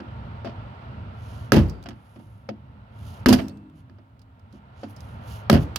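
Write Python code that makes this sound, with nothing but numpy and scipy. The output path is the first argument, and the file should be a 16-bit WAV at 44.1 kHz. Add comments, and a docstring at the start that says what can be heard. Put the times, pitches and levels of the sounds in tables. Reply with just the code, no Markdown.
"""A hammer drives a screwdriver against the steel ring on a fuel tank under a car's floor, close to a phone.
Each blow is an impulse with rebounds that excites decaying modes of ring and panels; tank and body heave after it.
Light taps, a knock's end at the start and the metallic ring of the last tick use the same modes, driven softly.
Small metallic ticks are hiss and buzz, one a faint long ring; a sleeve brushes as the arm is lifted (grainy noise).
Outside rumble is coloured noise, heard turned down after blows and slowly brought back; the phone limits the blows."""
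import sys
import numpy as np
from scipy import signal
from scipy.fft import rfft, irfft
from scipy.io import wavfile
from scipy.ndimage import uniform_filter1d, minimum_filter1d

SR = 44100
rng = np.random.default_rng(int(sys.argv[2]) if len(sys.argv) > 2 else 0)


def transcribe(u):
    """Save the signal u as a 16-bit wav file named by the first command-line argument.

    u: samples, shape (n,) or (channels, n), limited to [-1, 1]; the rate is SR.
    q: integer samples, one column per channel.
    """
    v = np.clip(np.atleast_2d(u).T, -1, 1)
    q = np.round(v * 32767).astype(np.int16)
    wavfile.write(sys.argv[1], SR, q)


def to_linear_factor(level_db):
    """Convert decibel levels (scalar or array-like) to linear amplitude factors."""
    exponent = np.asarray(level_db, float) / 20
    return 10 ** exponent


N = 254898  # samples in the scene
SPAN = 1 << 16  # samples in the buffer of one event

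# hammer blows and their rebounds: start_s, crack_db, drum_db, bright_db, contact_drag_s
BLOWS = [(1.52, -9, -10, -19, .005), (1.528, -28, -12.5, -32, .03), (1.559, -26, -13.5, -36.5, 0.031),
         (3.2598, -2, -2.5, -14, 0.0058), (3.2857, -18, -6, -16, .011), (3.3265, -20, -10, -21, .013),
         (3.3871, -33.5, -27, -48, 0.018), (5.498, -13.5, -11.5, -23, 0.0073),
         (5.508, -30, -13, -35, 0.042), (5.5283, -22, -10.5, -29, .016), (5.548, -29.5, -25, -43.5, 0.025)]
# light taps, with a knock's end at the start and the metallic ring of the last tick:
# start_s, crack_db, knock_db, drum_db, contact_drag_s
TAPS = [(0.002, -45, -41.5, -36.5, 0.0077), (0.4468, -42, -30.5, -46, 0.0053),
        (0.452, -41.5, -33.5, -35, 0.039), (1.858, -42, -41.5, -40, 0.016),
        (1.8874, -41.5, -46.5, -42.5, 0.01), (1.905, -49.5, -52, -47, 0.023),
        (2.1594, -56, -50.5, -44, .012), (2.197, -62, -52, -49.5, 0.0098), (2.489, -34, -27.5, -33, 0.013),
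        (3.897, -56.5, -62.5, -52, 0.004), (3.9846, -60.5, -54.5, -51, .011),
        (4.533, -67, -59, -44.5, .016), (4.8323, -43, -32, -33.5, 0.0095), (5.7594, -30, -48, -50, .005)]
# modes of tank and floor panels: pitch_hz, relative_level_db, t60_s
PANEL_MODES = [(62, -6, 0.6), (88, 0, 0.13), (111.2, -1, 0.11), (135.4, -0.5, 0.092), (151.3, -16, .3),
               (205, -5, 0.34), (216.8, 1, 0.22), (249.6, 4.5, 0.18), (285.7, -4.5, 0.26),
               (329.6, -3, 0.26), (361, 0.5, 0.15), (411, -2.5, 0.086), (454.8, -4, 0.096),
               (545, -3.5, .06), (574, 7.5, 0.04), (625, -5.5, .04), (663, 1, 0.069), (710, 3, 0.05),
               (783, 2.5, 0.032), (880, -11.5, 0.067), (990, -12, 0.042), (1180, -13.5, 0.013)]
# modes of steel ring and tool: pitch_hz, relative_level_db, t60_s
RING_MODES = [(1100, -9.5, 0.004), (1286, 4.5, 0.025), (1450, -1, 0.004), (1670, 7, 0.015),
              (1850, -0.5, 0.005), (2230, -1.5, 0.012), (2500, -10.5, 0.018), (2870, -13, .015),
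              (3570, -19, 0.0091), (4500, -16, .012), (5390, -9, .01)]
# spectrum of the parts rattling after a hit: frequency_hz, relative_density_db
RATTLE_SPECTRUM = [(470, -22), (800, -3.5), (1500, -5.5), (1680, -6.5), (2320, -11), (2910, -8),
                   (3880, -17), (4860, -11), (7730, -27.5), (12500, -21.5), (16000, -35.5)]
# balance of a hit: frequency_hz, left_minus_right_db
HIT_BALANCE = [(60, -1), (125, -10.5), (250, -1.05), (500, 0.5), (1000, -1.2), (2400, -4), (4400, -11.5),
               (8000, -8), (14000, -4)]
# likeness of a hit's noise at the two ports: frequency_hz, correlation (no unit)
HIT_LIKENESS = [(100, 0.86), (300, 0.92), (700, 0.15), (2000, 0.1), (8000, 0.2), (14000, 0.89)]
# heave of the tank and ring-on of the car body after each full blow: start_s, boom_db, body_tail_db
HEAVES = [(1.521, -11.5, -21), (3.26, -25.5, -21), (5.498, -12, -22)]
# panel modes left undamped after the tool jumps off: pitch_hz, relative_level_db, t60_s
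FREE_MODES = [(156, -7, 1.78), (205, -5, 1.1), (221, -7, 0.99), (263.4, 1.5, 0.95), (265, -17.5, 4.7),
              (305, -4, 1.1), (336, -7, 0.97), (338, -12.5, 0.88), (408, -20.5, 1.5)]
# the shaft's own ring: pitch_hz, level_db, t60_s
SHAFT_MODES = [(2665, -56, .9), (8096, -59, .6)]
# small metallic ticks, and one faint long ring with hardly any hiss:
# start_s, level_db, ring_pitch_hz, lowest_hiss_hz, ring_t60_s
TICKS = [(1.6966, -48.5, 5170, 3830, .056), (1.8271, -56.5, 4500, 2314, 0.036),
         (1.8382, -56.5, 4000, 2500., 0.024), (1.8874, -51.5, 5830, 4030, 0.051),
         (3.483, -49, 5160, 2500., 0.021), (3.495, -56.5, 4500, 2500., 0.082),
         (3.5723, -66.5, 4500, 2500., 0.038), (3.698, -72, 3220, 2500., 0.04),
         (4.1931, -65.5, 4790, 2500., 0.058), (4.217, -63.5, 4850, 2000., .05),
         (4.3951, -70.5, 4020, 1600., 0.021), (4.526, -64.5, 4300, 3000., .04),
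         (4.9636, -55, 5200, 3500., 0.099), (5.0056, -52.5, 4860, 2780, 0.036),
         (5.7595, -27, 4370, 2000., 0.033), (1.683, -59.5, 4720, 9000., 0.41)]
# strokes of the sleeve: centre_s, half_length_s, body_db, sizzle_db
STROKES = [(1.34, 0.14, -60, -68.5), (2.18, 0.24, -74, -75.5), (3.099, 0.11, -58.5, -66),
           (3.783, .035, -71.5, -76), (4.55, 0.035, -68.5, -81), (4.831, 0.056, -62, -76.5),
           (4.907, 0.019, -66, -64), (5.065, 0.11, -67.5, -71), (5.332, .07, -53, -61.5),
           (5.623, 0.027, -54.5, -63)]
# spectrum of the cloth: frequency_hz, relative_density_db
CLOTH_SPECTRUM = [(1180, -22), (2000, -10), (2640, -4), (2880, 2.5), (3840, -8), (6590, -7), (8190, -20),
                  (10700, -12.5), (14400, -22.5), (16000, -27)]
# balance of the cloth: frequency_hz, left_minus_right_db
CLOTH_BALANCE = [(60, -0.5), (110, -1.0), (200, -2.5), (380, 2.5), (700, -3), (1290, 8.5), (2380, -9.5),
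                 (4400, -19), (8120, -5), (15000, -20.5)]
# level of the rumble's middle as heard: time_s, level_db
RUMBLE_LEVEL = [(0.0, -46.5), (0.9, -47), (1.45, -48), (1.72, -52), (1.92, -56), (2.32, -60), (2.86, -56.5),
                (3.1, -50), (3.35, -47.5), (3.55, -60), (4.25, -63), (4.55, -58), (5.02, -50), (5.3, -46.5),
                (5.78, -46.5)]
# spectrum of the rumble before the cabin resonances: frequency_hz, relative_density_db
AIR_SPECTRUM = [(15, -59.5), (25, -28), (50, -9.5), (108, 0.5), (157, -13.5), (229, -13), (301, -25.5),
                (451, -26.5), (503, -26.5), (936, -23), (1100, -23.5), (2910, -37), (4740, -52),
                (6560, -64), (16000, -69.5)]
# cabin resonances: pitch_hz, half_width_hz, boost_db
CABIN_PEAKS = [(610, 210, 6.5), (916, 39, 5.5), (1370, 83, 7), (2870, 140, 1.5)]
# likeness of the rumble at the two ports: frequency_hz, correlation (no unit)
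AIR_LIKENESS = [(60, 1), (250, 1), (1000, 0.43), (3000, 0.16), (10000, 1)]
# balance of the rumble: frequency_hz, left_minus_right_db
AIR_BALANCE = [(60, -1.5), (110, -0.5), (200, -4), (380, 3.5), (700, -3.5), (1290, 1.5), (2380, -6.5),
               (4400, -19.5), (8120, -10), (15000, 3)]

BLOW_KNOCK_DB = -1.5  # a blow's knock against the mean of crack and drum
TAP_BRIGHT_DB = -12.5  # a tap's treble against its crack
BLOW_TOP_HZ, TAP_TOP_HZ = 20000, 8100  # a light tap is a softer contact: duller,
BLOW_SWELL_S, TAP_SWELL_S = 0.001, 0.008  # and slower to set the panels drumming
BLOW_TILT, TAP_TILT = -0.6, 1.3  # power of frequency that weights the upper panel modes
HEAVE_RISE_S, TAIL_T60_S, TAIL_HZ = 0.044, 0.55, 200
FREE_START_S, FREE_DB = 3.33, -23.5
WAVER_DB, GRIT_DB = 5.5, 3.6  # unevenness of free ring and rattle, before walk() smooths it
TICK_PAN_DB = -12  # left minus right
STROKE_EDGE = 2.2  # 1 pointed, 2 bell-shaped
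AIRY_HZ, AIRY_FULL_DB = 11930, -61  # sizzle above this opens up only in strokes near this strength
BASS_DB, BASS_FOLLOW = -2, 0.77  # bass level = offset + share of the middle's dB
PORT_LAG = 16  # samples
MIC_HISS_DB = -84


def shape(points, hz):
    """Spectral interpolation: a short list is read on a log-frequency axis."""
    f, v = np.transpose(points)
    return np.interp(np.log(hz + 1), np.log(f), v)


def curve(rows, column=1):
    """Linear interpolation of one column over time."""
    rows = np.array(rows)
    return np.interp(np.arange(N) / SR, rows[:, 0], rows[:, column])


def pair(like, size):
    """Partial coherence: spectra of left and right noise mixed from shared and opposed parts."""
    mid, side = rfft(rng.standard_normal((2, size)))
    like = np.clip(like, 0, 1)
    return np.sqrt((1 + like) / 2) * mid + np.sqrt((1 - like) / 2) * side * np.array([[1], [-1]])


def lean(balance, hz):
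    """Level difference between channels: gains of the left and right port over frequency."""
    return to_linear_factor(shape(balance, hz) * np.array([[0.5], [-0.5]]))


def unit(x):
    """Power normalisation to rms 1."""
    return x / np.sqrt(np.mean(x ** 2))


def peak(x, db):
    """Short-time power normalisation: the loudest 10 ms reach the level."""
    power = uniform_filter1d(np.mean(x ** 2, axis=0), size=SR // 100)
    return x * to_linear_factor(db) / np.sqrt(power.max())


def walk(rate):
    """Slow random modulation: levels held 1 / rate s and smoothed twice."""
    hold = int(SR / rate)
    steps = np.repeat(rng.standard_normal(N // hold + 1), hold)
    return uniform_filter1d(uniform_filter1d(steps, hold), hold)[:N]


def modes(table):
    """Modal decay: the spectrum of each mode's exponentially damped sine."""
    hz, db, t60 = (column[:, None] for column in np.transpose(table))
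    t = np.arange(SPAN) / SR
    return rfft(to_linear_factor(db) * np.sin(2 * np.pi * hz * t) * np.exp(-np.log(1000) * t / t60))


def add(out, s, x, pan_db):
    """Superposition: a sound joins the mix at a time and side, fading out before its buffer ends."""
    start = int(s * SR)
    fade = np.clip(np.linspace(4, -1, SPAN), 0, 1)
    sides = to_linear_factor(np.array([[pan_db], [-pan_db]]) / 2)
    out[:, start:start + SPAN] += (x * fade * sides)[:, :N - start]


def strike(panels, ring, crack_db, knock_db, drum_db, bright_db, drag, top_hz, swell_s, tilt):
    """Forced modal response: a jolt and a dying shake drive the modes; grit rattles on in the treble."""
    t, hz = np.arange(SPAN) / SR, np.fft.rfftfreq(SPAN, 1 / SR)
    panel_hz = np.array(PANEL_MODES)[:, 0]
    ports = lean(HIT_BALANCE, hz)
    clean = (0.0074 / drag) ** 1.3
    # each mode gets its own share of the hit, a little different at the two ports
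    count = len(PANEL_MODES) + len(RING_MODES)
    share_db = 2.0 * rng.standard_normal(count) + 3.7 * rng.standard_normal((2, count))
    share = rng.choice([-1, 1], count) * to_linear_factor(share_db)
    panel_share, ring_share = share[:, :len(PANEL_MODES)], share[:, len(PANEL_MODES):]

    # a dragging contact starts softly, lasts and stops; a clean one is all jolt and sets the parts rattling
    grit = irfft(pair(shape(HIT_LIKENESS, hz), SPAN)) * to_linear_factor(GRIT_DB * walk(500)[:SPAN])
    contact = (1 - np.exp(-t / (0.048 * drag))) * np.exp(-(t / drag) ** 1.57)
    shudder = rfft(grit * (contact + (0.056 + 0.12 * clean) * np.exp(-t / 0.042)))
    jolt = rfft(t * np.exp(-t / 0.00008))
    push = rfft(np.exp(-t / 0.00079))

    drum_modes = (panel_share * (panel_hz > 170) * (panel_hz < 390)) @ panels
    drum = irfft((push + 0.028 * shudder) * drum_modes * ports)
    drum = drum * (1 - np.exp(-t / swell_s))
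    knock_modes = (panel_share * (panel_hz > 390) * panel_hz ** tilt) @ panels
    knock = irfft((push * clean + 0.38 * shudder) * knock_modes * ports)

    rattle = shudder * to_linear_factor(shape(RATTLE_SPECTRUM, hz)) * ports / (1 + (hz / top_hz) ** 4)
    ringing = peak(irfft(jolt * (ring_share @ ring) * ports), 0)
    crack = ringing * clean + peak(irfft(rattle / (1 + (hz / 4000) ** 8)), 0)
    # the treble dies fastest
    bright = irfft(rattle / (1 + (4000 / (hz + 1)) ** 8)) * (0.63 + np.exp(-t / 0.0046))
    body = peak(drum, drum_db) + peak(knock, knock_db)
    return body + peak(crack, crack_db) + peak(bright, bright_db)


def hits():
    """Contact stiffness: all hits drive the same modes, the softer rows of TAPS duller and slower."""
    out = np.zeros((2, N))
    panels, ring = modes(PANEL_MODES), modes(RING_MODES)
    for s, crack_db, drum_db, bright_db, drag in BLOWS:
        knock_db = (crack_db + drum_db) / 2 + BLOW_KNOCK_DB
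        blow = strike(panels, ring, crack_db, knock_db, drum_db, bright_db, drag,
                      BLOW_TOP_HZ, BLOW_SWELL_S, BLOW_TILT)
        add(out, s, blow, 0)
    for s, crack_db, knock_db, drum_db, drag in TAPS:
        tap = strike(panels, ring, crack_db, knock_db, drum_db, crack_db + TAP_BRIGHT_DB, drag,
                     TAP_TOP_HZ, TAP_SWELL_S, TAP_TILT)
        add(out, s, tap, 0)
    return out


def heaves():
    """Inertia and modal overlap: the heavy tank starts slowly; many body modes blur into a dull dying roar."""
    out, t, hz = np.zeros((2, N)), np.arange(SPAN) / SR, np.fft.rfftfreq(SPAN, 1 / SR)
    tank_modes = modes([row for row in PANEL_MODES if row[0] < 170]).sum(0)
    tank = tank_modes / (1 + (60 / (hz + 1)) ** 4)
    for s, boom_db, tail_db in HEAVES:
        sway = rfft(irfft(pair(0.96, SPAN)) * t ** 2 * np.exp(-2 * t / HEAVE_RISE_S))
        dull = 1 / (1 + (hz / TAIL_HZ) ** 1.71) / (1 + (65 / (hz + 1)) ** 4)
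        roar = irfft(pair(shape(HIT_LIKENESS, hz), SPAN) * dull)
        tail = roar * (1 - np.exp(-t / 0.018)) * np.exp(-np.log(1000) * t / TAIL_T60_S)
        add(out, s, peak(irfft(sway * tank), boom_db) + peak(tail, tail_db), 0)
    return out


def free_ring():
    """Low damping: once the tool jumps off, panels and shaft ring on; the panels waver as they do."""
    out = np.zeros((2, N))
    waver = [to_linear_factor(WAVER_DB * walk(22)[:SPAN]) for _ in FREE_MODES]
    rings = irfft(modes(FREE_MODES)) * waver
    sides = to_linear_factor(0.93 * rng.standard_normal((2, len(FREE_MODES))))
    shaft = irfft(modes(SHAFT_MODES).sum(0))
    add(out, FREE_START_S, peak(sides @ rings, FREE_DB) + shaft, 0)
    return out


def ticks():
    """Resonant filtering: a high-passed hiss and decaying noise narrowed round one pitch, as buzz or long ring."""
    out, t, hz = np.zeros((2, N)), np.arange(SPAN) / SR, np.fft.rfftfreq(SPAN, 1 / SR)
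    for s, db, pitch_hz, lowest_hz, t60 in TICKS:
        noise = irfft(pair(0.33, SPAN))
        burst = rfft(noise * (np.exp(-t / 0.0026) + 0.11 * np.exp(-t / 0.012)))
        hiss = peak(irfft(burst / (1 + (lowest_hz / (hz + 1)) ** 6) / np.hypot(1, hz / 5000)), 0)
        # a longer ring is narrower in pitch, up to 0.2 s
        resonance = 1 / (1 + ((hz - pitch_hz) * min(t60, 0.2) / 40) ** 2)
        ring = irfft(rfft(noise * np.exp(-np.log(1000) * t / t60)) * resonance)
        add(out, s, peak(hiss + peak(ring, 0.16), db), TICK_PAN_DB)
    return out


def sleeve():
    """Friction noise: cloth on cloth gives grainy hiss, in body and sizzle, that swells with each stroke."""
    hz, t = np.fft.rfftfreq(N, 1 / SR), np.arange(N) / SR
    grain = rfft(irfft(pair(1.0, N), N) * to_linear_factor(2.3 * walk(300)))
    cloth = grain * to_linear_factor(shape(CLOTH_SPECTRUM, hz)) * lean(CLOTH_BALANCE, hz) / (1 + (2000 / (hz + 1)) ** 6)
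    top = 1 / (1 + (8800 / (hz + 1)) ** 12)  # share of the sizzle
    airy = 1 / (1 + (AIRY_HZ / (hz + 1)) ** 12)  # its uppermost part
    centre_s, half_s, body_db, sizzle_db = np.transpose(STROKES)
    swell = np.exp(-np.abs((t - centre_s[:, None]) / half_s[:, None]) ** STROKE_EDGE)
    opening = to_linear_factor(np.minimum(sizzle_db - AIRY_FULL_DB, 0))
    low, high = unit(irfft([cloth * top * (1 - airy), cloth * top * airy], N))
    sizzle = low * (to_linear_factor(sizzle_db) @ swell) + high * ((to_linear_factor(sizzle_db) * opening) @ swell)
    body = unit(irfft(cloth * (1 - top), N)) * (to_linear_factor(body_db) @ swell)
    return sizzle + body


def rumble():
    """Cabin resonance colours outside noise, set to its heard level; the bass throbs and reaches the left first."""
    hz = np.fft.rfftfreq(N, 1 / SR)
    cabin_db = sum(db / (1 + ((hz - f) / width) ** 2) for f, width, db in CABIN_PEAKS)
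    colour = to_linear_factor(shape(AIR_SPECTRUM, hz) + cabin_db) * lean(AIR_BALANCE, hz)
    air = pair(shape(AIR_LIKENESS, hz), N) * colour
    bass_share = 1 / (1 + (hz / 330) ** 6)
    level_db = curve(RUMBLE_LEVEL)
    bass = unit(irfft(air * bass_share, N)) * to_linear_factor(BASS_DB + BASS_FOLLOW * level_db + 3.4 * walk(11))
    middle = unit(irfft(air * (1 - bass_share), N)) * to_linear_factor(level_db + 0.38 * walk(10))
    left, right = bass + middle
    return np.array([left, np.roll(right, PORT_LAG)])


def scene():
    """Superposition of all sources at the phone."""
    return hits() + heaves() + free_ring() + ticks() + sleeve() + rumble()


def low_pass(x):
    """Removes everything above the highest recorded frequency."""
    return signal.sosfilt(signal.butter(12, 16470, fs=SR, output="sos"), x)


def record(dry):
    """Gain reduction: the microphone hisses and drops deep bass; a look-ahead limiter holds the blows down."""
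    x = dry + to_linear_factor(MIC_HISS_DB) * rng.standard_normal(dry.shape)
    x = signal.sosfilt(signal.butter(5, 52, "high", fs=SR, output="sos"), x)
    room = np.minimum(1, 0.96 / (np.abs(x).max(0) + 1e-9))
    gain = uniform_filter1d(minimum_filter1d(room, size=SR // 50), size=SR // 100)
    return low_pass(x * gain)


dry = scene()
out = record(dry)
transcribe(out)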